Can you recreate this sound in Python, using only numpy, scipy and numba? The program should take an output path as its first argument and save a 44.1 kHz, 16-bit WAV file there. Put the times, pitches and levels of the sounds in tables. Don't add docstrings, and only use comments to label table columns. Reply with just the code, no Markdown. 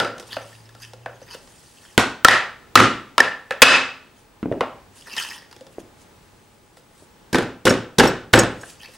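import sys
import numpy as np
from scipy import signal
from scipy.fft import rfft, irfft, next_fast_len
from scipy.io import wavfile
from scipy.ndimage import uniform_filter1d, map_coordinates
from numba import njit

SR = 44100
rng = np.random.default_rng(int(sys.argv[2]) if len(sys.argv) > 2 else 0)


def master(y):
    cut = np.clip(np.atleast_2d(y).T, -1, 1)
    pcm = np.round(cut * 32767)
    wavfile.write(sys.argv[1], SR, pcm.astype(np.int16))


N = 395923

# f/Hz, left-right likeness [0-1]
DIRECT_COHERENCE = [(60, 0.96), (3000, 0.98), (8000, .85), (15000, 0.74)]
# f/Hz, left-right likeness [0-1]
ROOM_COHERENCE = [(60, 0.99), (1400, 0.96), (3100, 0.89), (7000, 0.59), (15000, 0)]


def amp(db):
    return 10 ** (np.asarray(db) / 20)


def unit(x):
    return x / np.sqrt(np.mean(x ** 2) + 1e-20)


def along(points, hz):
    f, values = np.transpose(points)
    return np.interp(np.log(hz + 1), np.log(f + 1), values)


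def curve(tables, column, outside):
    out = np.full(N, float(outside))
    t = np.arange(N) / SR
    for rows in map(np.array, tables):
        inside = (t >= rows[0, 0]) & (t <= rows[-1, 0])
        out[inside] = np.interp(t[inside], rows[:, 0], rows[:, column])
    return uniform_filter1d(out, size=400)


def wobble(rate):
    knots = rng.standard_normal(int(N * rate / SR) + 4)
    return map_coordinates(knots, [np.arange(N) * rate / SR])


def filtered(x, response):
    n = x.shape[-1]
    padded = next_fast_len(n + SR // 5)
    spectrum = rfft(x, padded) * response(np.fft.rfftfreq(padded, 1 / SR))
    return irfft(spectrum, padded)[..., :n]


def resonances(modes, f):
    total = 0
    for k, (centre, width, db) in enumerate(modes):
        damping = 1j * f * width
        total = total + (-1) ** k * amp(db) * damping / (centre * centre - f * f + damping)
    return total


def causal(points):
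    gain = amp(along(points, np.fft.rfftfreq(4096, 1 / SR)))
    cepstrum = irfft(np.log(gain))
    cepstrum[1:2048] *= 2
    cepstrum[2049:] = 0
    return irfft(np.exp(rfft(cepstrum)))


def spread(pair, coherence):
    def weights(hz):
        angle = np.arccos(np.clip(along(coherence, hz), -1, 1)) / 2
        return np.array([np.cos(angle), np.sin(angle)])

    mid, side = filtered(pair, weights)
    return np.array([mid + side, mid - side])


def patchy(depth_db):
    z = signal.stft(rng.standard_normal((2, N)), nperseg=256)[2]
    field = rng.standard_normal(z.shape[1:])
    field = uniform_filter1d(field, size=4, axis=0)
    field = uniform_filter1d(field, size=8, axis=1)
    return signal.istft(z * amp(depth_db * unit(field)), nperseg=256)[1][:, :N]


def add(track, s, sound):
    part = track[:, max(round(s * SR), 0):][:, :sound.shape[1]]
    part += sound[:, :part.shape[1]]


def in_room(x, wet_db):
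    # f/Hz, t60/s
    decay_times = [(60, 0.5), (200, 0.42), (1000, 0.4), (3000, 0.4), (8000, 0.33), (14000, 0.16)]
    hz, t, z = signal.stft(rng.standard_normal((2, SR * 2 // 3)), SR, nperseg=256)
    fall_db = -60 * t / along(decay_times, hz)[:, None]
    far_corners = amp(-35.5 + 0.46 * fall_db)
    build_up = 1 - np.exp(-t / 0.0036)
    decay = (amp(fall_db) + far_corners) * build_up
    tail = spread(signal.istft(z * decay, SR, nperseg=256)[1], ROOM_COHERENCE)
    tail /= np.linalg.norm(tail[0])
    return amp(wet_db) * signal.fftconvolve(x[None], tail, axes=1)


def knock(hz, thud_db, body_db, crack_db, held_db, lead, rise_s, chatter_s, wet_db):
    # f/Hz, bandwidth/Hz, level/dB before damping and random variation
    board_modes = [(113.2, 7.8, 1.5), (263, 26, 5.5), (360, 52, -7), (511, 75, 5.5), (790, 19, -8.5),
                   (1362, 45, 4.5), (1520, 180, -10.5), (1740, 160, 4.5), (2614, 42, -3), (2858, 58, 5),
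                   (3683, 680, -10.5), (4915, 210, 4)]
    colour = [(25, thud_db - 16.5), (110, thud_db - 5.5), (300, thud_db), (650, body_db), (1300, 2.5),
              (2400, -3.5), (5200, crack_db), (10000, crack_db - 7.5), (16000, crack_db - 23.5)]
    damping_db = held_db + 1.5 * max(thud_db - 17, 0)
    modes = [(c, w, db - damping_db + rng.normal(0, 1.5)) for c, w, db in board_modes]

    def ringing(f):
        struck_piece = 1 + resonances([(hz, 140, 6 - damping_db)], f)
        return struck_piece * (amp(-5) + resonances(modes, f))

    wood = filtered(causal(colour), ringing)
    wood /= np.linalg.norm(wood)

    t = np.arange(SR // 10) / SR
    lumps_db = 5 * np.repeat(rng.standard_normal(len(t) // 70), 70)
    envelope = amp(lumps_db - 60 * t / max(chatter_s, .004)) * (1 - np.exp(-t / max(rise_s, 2e-4)))
    contact = envelope * spread(rng.standard_normal((2, len(t))), DIRECT_COHERENCE)
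    contact /= np.linalg.norm(contact[0])
    contact[:, 20] += lead

    sound = in_room(wood, wet_db)
    add(sound, 0, signal.fftconvolve(contact, wood[None], axes=1))
    return sound * np.sqrt(SR / 100)


def room_air():
    # f/Hz, relative level per Hz/dB
    air_spectrum = [(15, -25), (25, 3.5), (106, 6), (404, 3), (769, -3), (833, -0.5), (1240, -4.5),
                    (7890, -17.5), (13800, -23), (15000, -35)]
    # f/Hz, left-right likeness [0-1]
    air_coherence = [(60, 0.96), (300, 0.6), (1400, .5), (7000, 0.55), (15000, 0.27)]
    air = spread(rng.standard_normal((2, N)), air_coherence)
    air = filtered(air, lambda f: amp(along(air_spectrum, f)))
    return amp(-53 + wobble(3)) * unit(air)


def low_hum():
    # start t/s, end t/s, first f/Hz, last f/Hz, level/dB before wavering
    swells = [(0.36, 1.14, 113, 117, -52.5), (4.726, 4.9, 96, 96, -68.5), (5.807, 6.445, 95, 93, -68.5)]
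    fade_s, rest_db = .12, -71
    t = np.arange(N) / SR
    start, end, first, last, db = np.transpose(swells)
    pitch = np.interp(t, np.ravel([start, end], "F"), np.ravel([first, last], "F"))
    level = amp(rest_db)
    for a, b, swell_db in zip(start, end, db):
        outside = np.maximum(np.maximum(a - t, t - b), 0)
        level = level + amp(swell_db) * np.exp(-outside / fade_s)
    phase = 2 * np.pi * np.cumsum(pitch + 3 * wobble(14)) / SR
    return np.sqrt(2) * level * amp(1.5 * wobble(7.5)) * np.sin(phase)


def strokes():
    # peak t/s, rise/s and fall/s over one slope span,
    # wood scrape level/dB, skin and cloth rustle level/dB
    stroke_rows = [(0.2, 0.019, 0.059, -57, -45), (0.28, 0.028, 0.027, -53, -42.5),
                   (0.33, 0.042, 0.075, -28.5, -42.5), (0.83, 0.06, 0.096, -38, -44.5),
                   (1.339, 0.089, 0.051, -31, -52), (4.19, 0.1, 0.12, -60, -55),
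                   (4.97, 0.051, 0.16, -48.5, -43.5), (5.08, .04, .06, -33, -45.5),
                   (5.13, 0.034, .06, -30.5, -50.5), (5.2, .07, 0.15, -21, -33),
                   (5.34, .06, 0.043, -34, -41.5), (5.73, .03, 0.034, -48, -53.5),
                   (5.8, 0.027, 0.035, -46.5, -48.5), (6.02, 0.065, 0.035, -62, -48.5),
                   (6.78, 0.028, 0.039, -56.5, -50.5), (7.01, .15, 0.104, -60, -50.5),
                   (8.7, 0.15, .07, -47.5, -38), (8.84, 0.1, 0.12, -37, -54.5),
                   (8.95, 0.07, 0.029, -40.5, -45.5)]
    # t/s, scrape level/dB, rustle level/dB
    fidgeting = [
        [(0.15, -59.5, -65), (0.5, -47.5, -49.5), (0.72, -57.5, -62), (1.15, -59.5, -65.5), (1.45, -61.5, -51),
         (1.96, -46.5, -50.5)],
        [(5.5, -59.5, -63), (5.9, -79.5, -66), (6.3, -80.5, -62), (6.7, -85.5, -62.5), (7.3, -76.5, -72)],
    ]
    slope_db = 20
    t = np.arange(N) / SR
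    scrape_db = curve(fidgeting, column=1, outside=-75)
    rustle_db = curve(fidgeting, column=2, outside=-74.5)
    power = amp([scrape_db, rustle_db]) ** 2
    for s, rise, fall, *db in stroke_rows:
        away = np.where(t < s, (s - t) / max(rise, .005), (t - s) / max(fall, .005))
        shape = amp(-slope_db * np.minimum(away, 5))
        power = power + np.outer(amp(db), shape) ** 2
    return np.sqrt(power)


def slides():
    # f/Hz, bandwidth/Hz, level/dB
    scrape_modes = [(900, 230, 0), (1838, 190, 2.5), (2630, 130, 0), (3000, 280, 1), (3316, 720, -7),
                    (4400, 100, -3.5), (4847, 560, -7), (6630, 230, -9.5), (9100, 610, -26.5)]
    # f/Hz, relative level per Hz/dB
    rustle_spectrum = [(1200, -26.5), (2500, -4.5), (5000, -2.5), (9000, 1), (11500, -6), (13500, -18)]
    slips = (rng.random(N) < 900 / SR) * amp(7 * rng.exponential(size=N).clip(0, 3))
    catching = 1 + 0.19 * unit(uniform_filter1d(slips, size=24))
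    grit = patchy(6.2) * amp(3.5 * wobble(400) + 2.2 * wobble(45)) * catching

    def dragged_board(f):
        bright = resonances(scrape_modes, f) + resonances([(3500, 6000, -20)], f)
        low_cut = 1 + (1300 / (f + 1)) ** 2
        return bright / low_cut + resonances([(420, 400, -16)], f)

    scrape = unit(filtered(spread(grit, DIRECT_COHERENCE), dragged_board))
    hiss = patchy(2.5) * amp(1.5 * wobble(300))
    rustle = unit(filtered(spread(hiss, ROOM_COHERENCE), lambda f: amp(along(rustle_spectrum, f))))
    wood, cloth = strokes()
    near = wood * scrape + cloth * rustle
    return amp(-5.0) * near + in_room(near[0], wet_db=-14)[:, :N]


def mallet_blows():
    # t/s, force level/dB, ringing f/Hz, thud level/dB, body level/dB, grip damping/dB, chatter t60/s,
    # flight until landing/s, landing level/dB, landing f/Hz, last rock level re landing/dB
    blows = [(0.0005, -9, 1402, 4, 9, -2, 0.01, .047, -22, 1470, -9.5),
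             (1.978, -3.5, 1500, 4, 1, 6.5, 0.0083, 0.019, -14.5, 1500, -16),
             (2.247, 4, 1337, -9.5, -0.5, 1.5, 0.017, .037, 2.5, 1897, -13),
             (2.755, 6.5, 1250, 1.5, -3.5, 1, 0.01, 0.019, -4.5, 1939, 0.5),
             (3.18, -8.5, 1013, -4, 4, -0.5, .012, .022, -4, 1799, -21),
             (3.619, 16, 2568, -14, -7, 0, 0.047, 0.017, -9.5, 1804, -9)]
    strike_crack_db, landing_crack_db, landing_dull_db = -10.5, -15, -2.5
    settle_s, settle_hz, settle_thud_db = .027, 1330, 9
    out = np.zeros((2, N))
    for s, db, hz, thud, body, held_db, chatter, flight, land_db, land_hz, settle_db in blows:
        land_thud, land_body = thud + landing_dull_db, body + landing_dull_db
        land_s = s + flight
        impacts = [
            (s, db, hz, thud, body, strike_crack_db),
            (land_s, land_db, land_hz, land_thud, land_body, landing_crack_db),
            (land_s + settle_s, land_db + settle_db, settle_hz,
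             land_thud + settle_thud_db, land_body, landing_crack_db)]
        for at, force_db, *timbre in impacts:
            sound = knock(*timbre, held_db, lead=0.15, rise_s=0.00036, chatter_s=chatter, wet_db=-7)
            add(out, at, amp(force_db) * sound)
    return out


def light_contacts():
    # t/s, level/dB, ringing f/Hz, thud level/dB,
    # body level/dB
    light_knocks = [(0.367, -26.5, 606, -3, 3.5), (1.06, -29, 1500, -2, 14.5), (3.508, -22, 530, -9, -3),
                    (3.521, -30, 1632, -13.5, -2.5), (4.429, -24.5, 254, 23.5, 5.5),
                    (4.457, -20.5, 256, 38, 23.5), (4.515, -21.5, 293, 33, 29.5),
                    (4.523, -22, 437, 18, 18.5), (4.608, -16.5, 1105, 3.5, 10), (4.63, -27, 818, 4, 28.5),
                    (5.783, -34, 430, 27.5, 22), (8.633, -39, 1580, -14, 11)]
    # t/s, level/dB, ringing f/Hz, thud level/dB
    ticks = [(0.075, -49, 6150, 7), (0.181, -42.5, 6200, 5), (0.198, -39, 5600, 6.5),
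             (0.226, -45, 3480, 13), (0.691, -50.5, 1270, -1.5), (0.75, -48, 1270, 8.5),
             (0.934, -41, 550, 8.5), (1.216, -45, 573, 12), (1.346, -40, 560, -0.5), (1.475, -53, 2980, 4),
             (5.166, -33.5, 5140, -6), (5.179, -34, 2500, -8), (5.421, -53.5, 3560, 6),
             (5.512, -49.5, 4780, 3), (5.527, -48, 940, -4.5), (5.564, -48, 3450, 5),
             (5.609, -42, 526, 9.5), (5.667, -48, 3480, 11), (6.77, -51, 530, 1), (7.023, -53.5, 263, 36),
             (8.885, -48, 517, 9)]
    contacts = []
    for s, db, hz, thud, body in light_knocks:
        contacts.append((s, db, hz, thud, body, -21 - .25 * thud))
    for s, db, hz, thud in ticks:
        contacts.append((s, db, hz, thud, 3 + 0.86 * thud, -2))
    out = np.zeros((2, N))
    for s, db, *timbre in contacts:
        sound = knock(*timbre, held_db=0.0, lead=1.0, rise_s=0.00074, chatter_s=0.026, wet_db=-5)
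        add(out, s, amp(db) * sound)
    return out


def palm_slaps():
    # t/s, skin level/dB, lag until the board seats/s, force level/dB, thump f/Hz, thump level/dB,
    # rebound level/dB
    slaps = [(7.331, -19.5, .014, -13.5, 460, -13.5, -14.5), (7.655, -11.5, .013, -10.5, 485, -8.5, -15.5),
             (7.986, -7.5, .011, -4.5, 826, -7.5, -13), (8.333, -12, .003, -1.5, 556, -4, -10.5)]
    # ringing f/Hz, thud level/dB, body level/dB, crack level/dB
    skin_timbre = (1576, 17, 5, -1)
    # delay after seating/s, thud level/dB, body level/dB, crack level/dB
    seating = [(0, 7.5, 4.5, -13.5), (.009, 11, 2.5, -11), (.038, 13.5, 5.5, -12.5)]
    skin_rise_s, seat_hz = .003, 1510
    rattles, rattle_s, rattle_db = 3, .09, -12
    rattle_low_hz, rattle_high_hz, rattle_fade_db = 400, 1810, -7.5
    out = np.zeros((2, N))
    for s, skin_db, lag, db, thump_hz, thump_db, rebound_db in slaps:
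        skin = knock(*skin_timbre, held_db=2.5, lead=0, rise_s=skin_rise_s, chatter_s=0.036, wet_db=-4.5)
        add(out, s - skin_rise_s, amp(skin_db) * skin)
        seated_s = s + lag
        stages = zip(seating, (seat_hz, thump_hz, seat_hz), (db, thump_db, rebound_db))
        for (after, *timbre), hz, force_db in stages:
            stage = knock(hz, *timbre, held_db=1.5, lead=0.48, rise_s=0.0013, chatter_s=0.023, wet_db=-6)
            add(out, seated_s + after, amp(force_db) * stage)
        for late, tone in rng.random((rattles, 2)):
            hz = rattle_low_hz + (rattle_high_hz - rattle_low_hz) * tone
            rattle = knock(hz, *seating[-1][1:], held_db=5, lead=0.88, rise_s=.001, chatter_s=0.013,
                           wet_db=-3)
            at = seated_s + seating[1][0] + late * rattle_s
            add(out, at, amp(db + rattle_db + rattle_fade_db * late) * rattle)
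    return out


def steel():
    # t/s, relative level/dB
    jingles = [(7.385, -48.5), (7.694, -20), (8.072, -23.5), (8.353, -20), (8.389, -11), (8.597, -57),
               (8.611, -38)]
    # f/Hz, relative level/dB before random variation, t60/s
    steel_modes = [(5480, 0, .045), (6670, -4, .06), (7800, 0, .045), (8350, -9, .035), (9880, -8, .04),
                   (12070, -14, .045)]
    out = np.zeros((2, N))
    t = np.arange(SR // 6) / SR
    for s, db in jingles:
        ring = 0
        for hz, level, t60 in steel_modes:
            level_db = level + rng.normal(0, 2.5, (2, 1))
            ring = ring + amp(level_db - 60 * t / t60) * np.sin(2 * np.pi * hz * t)
        landing = amp(-60 * t[:1200] / .05) * rng.standard_normal(1200)
        ring = amp(db) * signal.fftconvolve(ring, unit(landing)[None] / 32, axes=1)
        add(out, s, ring)
        add(out, s, in_room(ring[0], wet_db=-17))
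    return out


def scene():
    background = room_air() + low_hum()
    impacts = mallet_blows() + light_contacts() + palm_slaps()
    return background + slides() + impacts + steel()


@njit
def ride(level, limit, smooth, fall_db, rise_db):
    gain_db, seen, out = 0., 0., np.empty(len(level))
    for i in range(len(level)):
        out[i] = 10 ** (gain_db / 20)
        seen += smooth * (min(level[i] * out[i], 1.) - seen)
        if seen > limit:
            gain_db = gain_db - fall_db
        else:
            gain_db = min(gain_db + rise_db, 0.)
    return out


def record(dry):
    # f/Hz, level/dB before wavering, right gain over left [ratio, negative is inverted]
    whines = [(840, -69, 1), (8043, -80, 1), (15622, -63, -.5)]
    smoothing_s, fall_db_per_s, rise_db_per_s = 0.0041, 900, 160
    top_hz = 16010
    level = np.abs(dry).mean(axis=0)
    gain = ride(level, amp(-8.0), 1 / (smoothing_s * SR), fall_db_per_s / SR, rise_db_per_s / SR)
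    hot = dry * gain
    out = hot / (1 + np.abs(hot / .97) ** 8) ** (1 / 8)
    t = np.arange(N) / SR
    for hz, db, right in whines:
        tone = np.sqrt(2) * amp(db + 1.5 * wobble(40)) * np.sin(2 * np.pi * hz * t)
        out = out + tone * [[1], [right]]
    return filtered(out, lambda f: f < top_hz)


dry = scene()
out = record(dry)
master(out)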